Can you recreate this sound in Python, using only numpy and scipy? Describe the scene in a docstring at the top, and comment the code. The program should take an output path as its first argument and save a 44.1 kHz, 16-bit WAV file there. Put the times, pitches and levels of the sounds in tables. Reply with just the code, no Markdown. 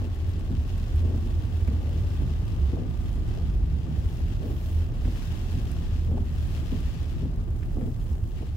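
"""Inside a car creeping across a wet car park in the rain.
From the start, road shake and wet tyres rumble through the closed cabin and rain patters on the glass.
At 0.5 s the wipers begin five sweeps, one every 1.68 s, knocking at each start, turn and landing.
Near 2 s the engine rises from idle, then settles. Bumps boom through the floor and a faint whine
comes and goes throughout. The patter is strongest just after 5 s and thins after 7 s."""
import sys
import numpy as np
from scipy import signal
from scipy.fft import rfft, irfft, next_fast_len
from scipy.io import wavfile
from scipy.ndimage import uniform_filter1d

SR = 44100
rng = np.random.default_rng(int(sys.argv[2]) if len(sys.argv) > 2 else 0)


def digitize_waveform(pressure):
    """Quantize a signal to 16-bit integers and store it at the path in sys.argv[1].

    Rows of a 2-D input are taken as channels; values are limited to [-1, 1].
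    """
    field = np.atleast_2d(pressure).T
    bounded = np.clip(field, -1, 1)
    quanta = np.round(bounded * 32767).astype(np.int16)
    wavfile.write(sys.argv[1], SR, quanta)


N = 377496

# Wiper motor takes up the load. Each row: start in s, thud and clack in relative dB, second arm's lag in s.
SWEEP_STARTS = [(0.502, -24, -45, 0.022), (2.196, -25, -42.5, 0.021), (3.869, -25, -43.5, 0.038),
                (5.538, -26, -46, 0.024), (7.223, -22, -41.5, 0.027)]
# Cabin stereo balance. Each row: frequency in Hz, left over right in dB.
BALANCE = [(30, -2), (70, -2), (140, 0), (280, 2.5), (500, -0.5), (610, 3.5), (710, 0.5), (840, 3.5),
           (1000, 3), (1200, 3.5), (1900, 4.5), (3000, 7.5), (3700, 4.5), (4500, 2.5), (6000, -2),
           (8000, -.5), (12000, 1), (15500, -1)]
# Likeness of the two sides. Each row: frequency in Hz, correlation.
CORRELATION = [(40, 0.53), (130, 0.72), (280, 0.88), (500, 0.68), (900, 0.015), (3000, 0), (16000, 0)]


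def road_rumble(panel_waver_db=1.35, jolt_db=5.5, jolt_lag_s=0.041):
    """Road shake fills the low cabin resonances and hums in the panels; each wiper start jolts the panels."""
    # Each row: time in s, level in dB.
    road_levels = [(0, -31), (0.45, -31), (0.8, -29.5), (2.1, -28.5), (2.7, -28), (3.6, -30), (4.4, -30),
                   (5.1, -31), (6, -28.5), (6.9, -30.5), (7.3, -30), (7.9, -30.5), (8.56, -31)]
    panel_levels = [(0, -42), (0.55, -38), (0.75, -41.5), (1.3, -44), (2.2, -40), (2.8, -40), (3.25, -40),
                    (3.42, -32.5), (3.9, -40.5), (4.4, -39), (4.75, -43.5), (5.0, -39), (5.6, -40.5),
                    (6.8, -41), (7.3, -39), (7.7, -41.5), (8.2, -43), (8.56, -41.5)]
    # Each row: frequency in Hz, relative density in dB.
    road_colour = [(18, -19), (28, -15), (35, -6.5), (47, 6.5), (56, 1.5), (68, 8), (84, 4), (96, 4),
                   (110, 2), (135, -10.5)]
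    panel_colour = [(100, -11), (115, 6.5), (130, -1.5), (143, 1.5), (160, 5), (172, 2), (190, -10.5)]
    jolts = sum(swell(s + jolt_lag_s, half_width_s=0.038) for s, *_ in SWEEP_STARTS)
    panel_db = curves(panel_levels)[0] + jolt_db * jolts + panel_waver_db * drift(rate_hz=1.43)
    shake = cabin_noise(road_colour)
    power = uniform_filter1d(np.mean(shake ** 2, axis=0), SR // 6)
    shake = unit_rms(shake / power ** .25)  # halves the random swings in dB
    return from_db(curves(road_levels)[0]) * shake + from_db(panel_db) * cabin_noise(panel_colour)


def bumps():
    """Each bump in the asphalt sets one low cabin resonance booming for a few cycles."""
    # Each row: centre in s, half-width in s, pitch in Hz, level in dB.
    booms = [(0.22, 0.037, 72, -27), (0.6, 0.024, 68, -24), (0.95, 0.029, 72, -21), (1.7, 0.04, 66, -24),
             (2.65, 0.063, 68, -24.5), (3.05, 0.071, 44.06, -31), (3.6, 0.11, 46.8, -25),
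             (3.679, 0.12, 65.05, -26.5), (3.985, 0.011, 78, -20.5), (4.067, 0.01, 80, -19.5),
             (4.243, 0.015, 72, -22), (5.08, 0.06, 45.04, -26), (5.085, 0.034, 79.95, -24.5),
             (6.88, 0.03, 66, -25.5), (7.37, 0.085, 46.96, -35), (7.53, 0.046, 67.4, -27.5),
             (8.125, 0.011, 70, -20.5), (8.235, 0.0095, 77.8, -21)]
    t, out = np.arange(N) / SR, 0
    for s, half_width_s, hz, db in booms:
        phase = rng.uniform(0, 2 * np.pi)
        out += from_db(db) * swell(s, half_width_s) * np.sin(2 * np.pi * hz * t + phase)
    return np.sqrt(2) * out * from_db([[-.6], [.6]])


def wipers(scatter_db=1.5, detune=0.035, build_cycles=2.84):
    """Each knock rings arms, glass and dash: low modes follow its thud, high modes its clack."""
    # Each row: frequency in Hz, relative level in dB, t60 in s.
    modes = [(130, 1.5, 0.17), (214.1, 1, 0.11), (250, 4, 0.089), (299.4, 3.5, 0.05), (349.6, -3, 0.069),
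             (431, 1, 0.086), (505, 2, 0.043), (617, -1.5, 0.045), (707, -4.5, 0.041), (838, -6, 0.036),
             (1125, -11, 0.03), (1280, -14, 0.024), (1700, -21, 0.025)]
    out, t = np.zeros((2, N)), np.arange(SR // 6) / SR
    hz, mode_db, t60_s = np.transpose(modes)
    clack_share = np.clip(np.log2(hz / 330) / 0.34, 0, 1)
    half_gap_rad = np.arccos(np.clip(at_hz(CORRELATION, hz), -1, 1)) / 2  # phase between the sides
    pan_db = at_hz(BALANCE, hz) / 2
    build = 1 - np.exp(-np.outer(hz, t) / build_cycles)  # rubber pushes softly
    envelope = build * from_db(-60 * t / t60_s[:, None])
    for s, thud_db, clack_db in wiper_knocks():
        strength, shift, phase, lead = rng.standard_normal((4, len(hz)))
        drive_db = (1 - clack_share) * (thud_db - 4) + clack_share * (clack_db + 3)
        db = mode_db + drive_db + scatter_db * strength
        angle = 2 * np.pi * (np.outer(hz * (1 + detune * shift), t) + phase[:, None])
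        offset = (half_gap_rad * np.sign(lead))[:, None]
        pair = [from_db(db + side * pan_db) @ (envelope * np.sin(angle + side * offset)) for side in (1, -1)]
        add(out, s, np.array(pair))
    return out


def wiper_knocks(rebound_s=0.00893, rebound_db=-3, second_arm_db=-0.5, judder_lag_s=0.66):
    """The arms start in turn; the blades flip and rebound at the top, judder back and land in turn."""
    # Each row, here and in the result: time in s, thud and clack in relative dB.
    flips = [(1.038, -29, -46), (1.077, -31, -41), (1.107, -30, -45), (1.138, -21.5, -39),
             (2.730, -22, -39), (2.768, -34, -39), (2.786, -28, -47), (2.815, -28.5, -40),
             (4.418, -39, -38), (4.452, -29, -42), (4.474, -30, -45), (4.503, -25, -37.5),
             (6.085, -36, -48), (6.112, -25, -39), (6.133, -23.5, -44), (6.169, -29, -34),
             (7.767, -18.5, -38), (7.810, -23, -41), (7.848, -21.5, -47), (7.868, -34, -42)]
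    landings = [(0.015, -26.5, -37.5), (0.042, -27.5, -37), (1.678, -21.5, -37), (1.712, -21.5, -39),
                (3.372, -30, -37), (3.398, -34, -44), (5.05, -25.5, -45), (5.074, -26, -36),
                (6.719, -20.5, -41), (6.733, -26, -39), (6.755, -29, -44), (8.407, -29, -44),
                (8.423, -34.5, -37.5)]
    rebounds = np.array(flips) + [rebound_s, rebound_db, rebound_db]
    first_arm = np.array(SWEEP_STARTS)[:, :3]
    second_arm = [(s + lag_s, thud_db + second_arm_db, clack_db + second_arm_db)
                  for s, thud_db, clack_db, lag_s in SWEEP_STARTS]
    judders = [(s + judder_lag_s, -24, -62) for s, *_ in SWEEP_STARTS]
    return np.vstack([flips, rebounds, first_arm, second_arm, judders, landings])


def engine(waver_db=2):
    """The firing note rises from idle as the car pulls away, then settles."""
    # Each row: time in s, firing rate in Hz, level in dB.
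    firing = [(0, 34.2, -38), (0.8, 35.57, -31.5), (1.25, 36.8, -34), (1.7, 46.5, -36), (2.3, 46.1, -28.5),
              (2.6, 42.85, -36), (3.1, 38.26, -31), (3.45, 33, -33.5), (3.9, 32.07, -44), (4.3, 35.8, -34),
              (4.6, 37.2, -37), (5, 35.2, -33), (8.2, 34.5, -35), (8.56, 30.8, -43)]
    hz, db = curves(firing)
    return from_db(db + waver_db * drift(rate_hz=5.5)) * tone(hz, waver=0.011) * from_db([[-1.2], [1.2]])


def drivetrain(throb_db=3.5):
    """The drivetrain drones with an uneven throb."""
    # Each row: time in s, pitch in Hz, level in dB.
    drone = [(0, 88.4, -34.5), (0.3, 88.1, -30.5), (0.45, 87, -41), (0.75, 84.75, -38),
             (0.95, 84.36, -28.5), (1.45, 83, -35), (1.8, 83.06, -30), (2.25, 77, -35), (2.65, 73, -34),
             (3.3, 71, -38), (3.95, 80, -34.5), (4.4, 81, -38.5), (4.85, 81.05, -30.5), (5.25, 81.4, -38),
             (5.75, 80.4, -28.5), (6.2, 77.9, -31.5), (6.65, 75.83, -33.5), (7.15, 74, -33.5),
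             (7.35, 70.06, -48), (8.56, 69.5, -49.5)]
    hz, db = curves(drone)
    return from_db(db + throb_db * drift(rate_hz=5.5)) * tone(hz, waver=0.014) * from_db([[-.5], [.5]])


def rubbing(flutter_db=0.9, drag_db=-41, drag_lag_s=0.59):
    """Wet tyres and rubber blades give a dull, uneven rush; the rubber drags at the top of each sweep."""
    # Each row: time in s, level in dB.
    rush_levels = [(0, -43), (0.8, -42.5), (1.5, -41.5), (2.5, -42), (3.3, -41.5), (3.65, -43),
                   (4.2, -42.5), (6.8, -43.5), (7.7, -44), (8.56, -46.5)]
    # Each row: frequency in Hz, relative density in dB.
    rush_colour = [(160, -10), (190, -2.5), (235, 0.5), (280, -5), (350, -5.5), (450, -13.5), (560, -17),
                   (700, -17.5), (860, -20), (990, -25), (1130, -23), (1300, -29.5), (1500, -29),
                   (2500, -37.5)]
    drag_colour = [(220, -3), (270, 0.5), (400, -8.5), (510, -6.5), (620, -13)]
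    rush = cabin_noise(rush_colour) * from_db(curves(rush_levels)[0] + flutter_db * drift(rate_hz=20))
    turns = sum(swell(s + drag_lag_s, half_width_s=0.063) for s, *_ in SWEEP_STARTS)
    return rush + from_db(drag_db) * turns * cabin_noise(drag_colour)


def rain(drops_per_s=1400, ticks_per_s=330, wash_db=-1):
    """Heavier rain brings more drops on the glass; tiny droplets tick and sizzle above them."""
    # Each row: time in s, relative level in dB.
    patter_levels = [(0, -58.5), (0.8, -57), (1.3, -58.5), (2.3, -57.5), (2.65, -58), (2.88, -60),
                     (3.15, -60), (3.35, -57.5), (3.6, -62), (4.2, -58), (4.36, -59), (4.76, -57.5),
                     (4.9, -62), (5.05, -56), (5.22, -53), (5.5, -54.5), (5.8, -56), (5.96, -55.5),
                     (6.08, -60.5), (6.2, -60.5), (6.42, -56.5), (6.58, -54.5), (6.85, -55), (7.12, -57),
                     (7.25, -60.5), (7.57, -66.5), (7.7, -63.5), (8.3, -66.5), (8.36, -60.5), (8.56, -63)]
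    spray_levels = [(0, -69.5), (0.9, -67.5), (1.5, -68), (2.6, -68), (2.8, -74), (3.0, -66), (3.25, -69),
                    (3.6, -72), (3.85, -72), (4.12, -65), (4.35, -71), (4.7, -62), (4.93, -72),
                    (5.13, -62.5), (5.7, -65), (5.96, -71), (6.08, -68), (6.28, -67), (6.5, -63),
                    (7.13, -68.5), (7.22, -72), (7.7, -67), (8.15, -66.5), (8.56, -72)]
    # Each row: frequency in Hz, relative density in dB.
    patter_colour = [(600, 6.5), (1000, 1.5), (1500, 0.5), (1900, 2), (2350, -1.5), (2650, 2.3),
                     (3000, 1.4), (3600, 0.65), (4500, -3), (5500, -4.5), (6600, -9.5), (7900, -11),
                     (8700, -16), (11500, -15.5), (15000, -21.5)]
    spray_colour = [(3500, -9), (5000, -1), (7800, 2), (8800, -1.5), (11800, .5), (13700, -1.5), (15700, 1)]
    surge_db = 0.89 * drift(rate_hz=9)
    patter_db, spray_db = curves(patter_levels)[0] + surge_db, curves(spray_levels)[0] + surge_db
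    flow = from_db(patter_db - np.mean(patter_db))
    taps = patter(drops_per_s * flow, spread_db=3.7, t60_s=.013) / np.sqrt(flow)
    ticks = patter(ticks_per_s, spread_db=4.6, t60_s=.011)
    wash, mist = rng.standard_normal((2, 2, N))  # countless small, far drops merge
    glass = in_cabin(taps + from_db(wash_db) * wash, patter_colour)
    spray = in_cabin(ticks + .5 * taps + 1.8 * mist, spray_colour)
    return from_db(patter_db + 4.5) * glass + from_db(spray_db + 2.5) * spray


def patter(per_s, spread_db, t60_s, patches=8):
    """Drops of random size land on several patches of glass, each with its own reflections."""
    onsets = np.flatnonzero(rng.random(N) < per_s / SR)
    sizes = from_db(spread_db * np.minimum(rng.exponential(1, len(onsets)), 4))
    patch, out = rng.integers(0, patches, len(onsets)), 0
    for k in range(patches):
        taps = np.zeros((1, N))
        taps[0, onsets] = sizes * (patch == k)
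        out += signal.oaconvolve(taps, reflections(t60_s), axes=1)[:, :N]
    return unit_rms(out)


def heavy_drops(flatten_s=.0015):
    """Fat drops tap the glass as they flatten, with a bright tick as they burst."""
    # Each row: time in s, tap and tick in relative dB.
    drops = [(0.155, -47, -46), (0.2894, -52, -44.5), (0.393, -52, -45), (0.7764, -48, -43),
             (0.957, -48, -43), (1.0164, -56, -49), (1.674, -38, -44), (2.008, -52, -49), (3.127, -56, -47),
             (3.1545, -54, -47), (4.2714, -46, -66), (4.9424, -48, -52), (5.048, -39, -66),
             (5.413, -53, -60), (5.7134, -47, -39), (6.471, -52, -46), (6.804, -50, -45), (7.359, -56, -52),
             (7.5034, -54, -49), (7.626, -41.5, -56), (7.808, -45, -62), (8.3854, -43, -70)]
    out = np.zeros((2, N))
    for s, tap_db, tick_db in drops:
        tap = band_tap(band_hz=[1240, 2660], t60_s=.07) * from_db([[7], [2]])
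        tick = band_tap(band_hz=[5000, 12500], t60_s=.028)
        attack = 1 - np.exp(-np.arange(tap.shape[1]) / SR / flatten_s)
        add(out, s, attack * (from_db(tap_db) * tap + from_db(tick_db) * tick))
    return out


def arm_clicks():
    """On some flips the blade holder snaps against its arm, short and dry."""
    # Each row: time in s, relative peak in dB.
    snaps = [(2.769, -43), (6.124, -41), (6.170, -37.5), (6.178, -35), (7.811, -42)]
    out = np.zeros((2, N))
    for s, db in snaps:
        click = band_tap(band_hz=[480, 814], t60_s=.043)
        add(out, s, from_db(db + 3.5) * click / np.abs(click).max() * from_db([[1], [-1]]))
    return out


def engine_pull(level_db=-52):
    """A soft rush while the engine pulls."""
    # Each row: frequency in Hz, relative density in dB.
    colour = [(440, 1), (500, 2), (620, -6), (760, -10)]
    return from_db(level_db) * swell(s=1.907, half_width_s=0.15) * cabin_noise(colour)


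def blade_swish():
    """On one return sweep the rubber shears the water film with a high, thin hiss."""
    # Each row: time in s, level in dB.
    levels = [(4.36, -95), (4.45, -63), (4.6, -64), (4.76, -66), (4.88, -93)]
    # Each row: frequency in Hz, relative density in dB.
    colour = [(10500, -6), (12000, -4), (13500, -2), (15600, -3)]
    return from_db(curves(levels)[0]) * cabin_noise(colour) * from_db([[-1], [1]])


def whine():
    """A faint whine comes and goes, a little to the right."""
    # Each row: time in s, pitch in Hz, level in dB.
    course = [(0, 1102, -66), (1.55, 1126, -74), (1.7, 1196, -66), (3.4, 1212, -65.5), (3.9, 1224, -79),
              (5.5, 1208, -70.5), (8.56, 1221, -72.5)]
    hz, db = curves(course)
    return from_db(db) * tone(hz, waver=0.00544) * from_db([[-1.5], [0]])


def in_cabin(pair, colour, skirt_db_per_octave=-36):
    """Colour two unrelated signals, at unit power; long waves reach both sides alike, short ones do not."""
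    size = next_fast_len(pair.shape[1])
    hz, sides = np.arange(size // 2 + 1) * SR / size + 1e-6, np.array([[1], [-1]])
    mid, side = rfft(pair, size)
    alike = np.clip(at_hz(CORRELATION, hz), -1, 1)
    spectra = np.sqrt(1 + alike) * mid + np.sqrt(1 - alike) * side * sides
    octaves_outside = np.abs(np.log2(hz / np.clip(hz, colour[0][0], colour[-1][0])))
    gain_db = at_hz(colour, hz) + skirt_db_per_octave * octaves_outside + sides * at_hz(BALANCE, hz) / 2
    return unit_rms(irfft(spectra * from_db(gain_db), size)[:, :pair.shape[1]])


def cabin_noise(colour):
    """Steady coloured noise in the cabin."""
    return in_cabin(rng.standard_normal((2, N)), colour)


def reflections(t60_s):
    """The close cabin walls scatter a tap into a brief burst."""
    t = np.arange(SR // 16) / SR
    return rng.standard_normal((2, len(t))) * from_db(-60 * t / t60_s)


def band_tap(band_hz, t60_s):
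    """A scattered tap confined to one band."""
    return signal.sosfilt(signal.butter(2, band_hz, "band", fs=SR, output="sos"), reflections(t60_s))


def tone(hz, waver):
    """Unit-power sine whose pitch wanders by the fraction waver."""
    return np.sqrt(2) * np.sin(2 * np.pi * np.cumsum(hz * (1 + waver * drift(rate_hz=4.94))) / SR)


def drift(rate_hz, hop=40):
    """Slow random motion of unit RMS."""
    pole = np.exp(-2 * np.pi * hop * rate_hz / SR)
    slow = signal.lfilter([1], [1, -2 * pole, pole ** 2], rng.standard_normal(N // hop + 2002))[2000:]
    return np.interp(np.arange(N) / hop, np.arange(len(slow)), unit_rms(slow))


def swell(s, half_width_s):
    """Gaussian hump of height 1 at time s."""
    return np.exp(-((np.arange(N) / SR - s) / half_width_s) ** 2)


def curves(rows):
    """Each column after the time column, at every sample."""
    s, *columns = np.transpose(rows)
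    return [np.interp(np.arange(N) / SR, s, column) for column in columns]


def at_hz(points, hz):
    """Read a spectrum on a log-frequency axis."""
    points_hz, values = np.transpose(points)
    return np.interp(np.log(np.maximum(hz, 1)), np.log(points_hz), values)


def add(track, s, sound):
    """Mix a short stereo sound in at time s."""
    start = max(round(s * SR), 0)
    track[:, start:start + sound.shape[1]] += sound[:, :N - start]


def from_db(db):
    """Decibels to gain."""
    return 10 ** (np.asarray(db) / 20)


def unit_rms(x):
    """Scale to unit power."""
    return x / np.sqrt(np.mean(x ** 2) + 1e-20)


def scene():
    """Everything heard from behind the dashboard."""
    car = road_rumble() + bumps() + engine() + drivetrain() + whine() + engine_pull()
    return car + rubbing() + wipers() + arm_clicks() + blade_swish() + rain() + heavy_drops()


def record(dry):
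    """Sound reaches the right side just after the left; the top is cut steeply."""
    lag_s, cutoff_hz = 0.00015, 15800
    right = np.pad(dry[1], (round(lag_s * SR), 0))[:N]
    lowpass = signal.ellip(12, .1, 80, cutoff_hz, fs=SR, output="sos")
    return signal.sosfilt(lowpass, np.array([dry[0], right]))


dry = scene()
out = record(dry)
digitize_waveform(out)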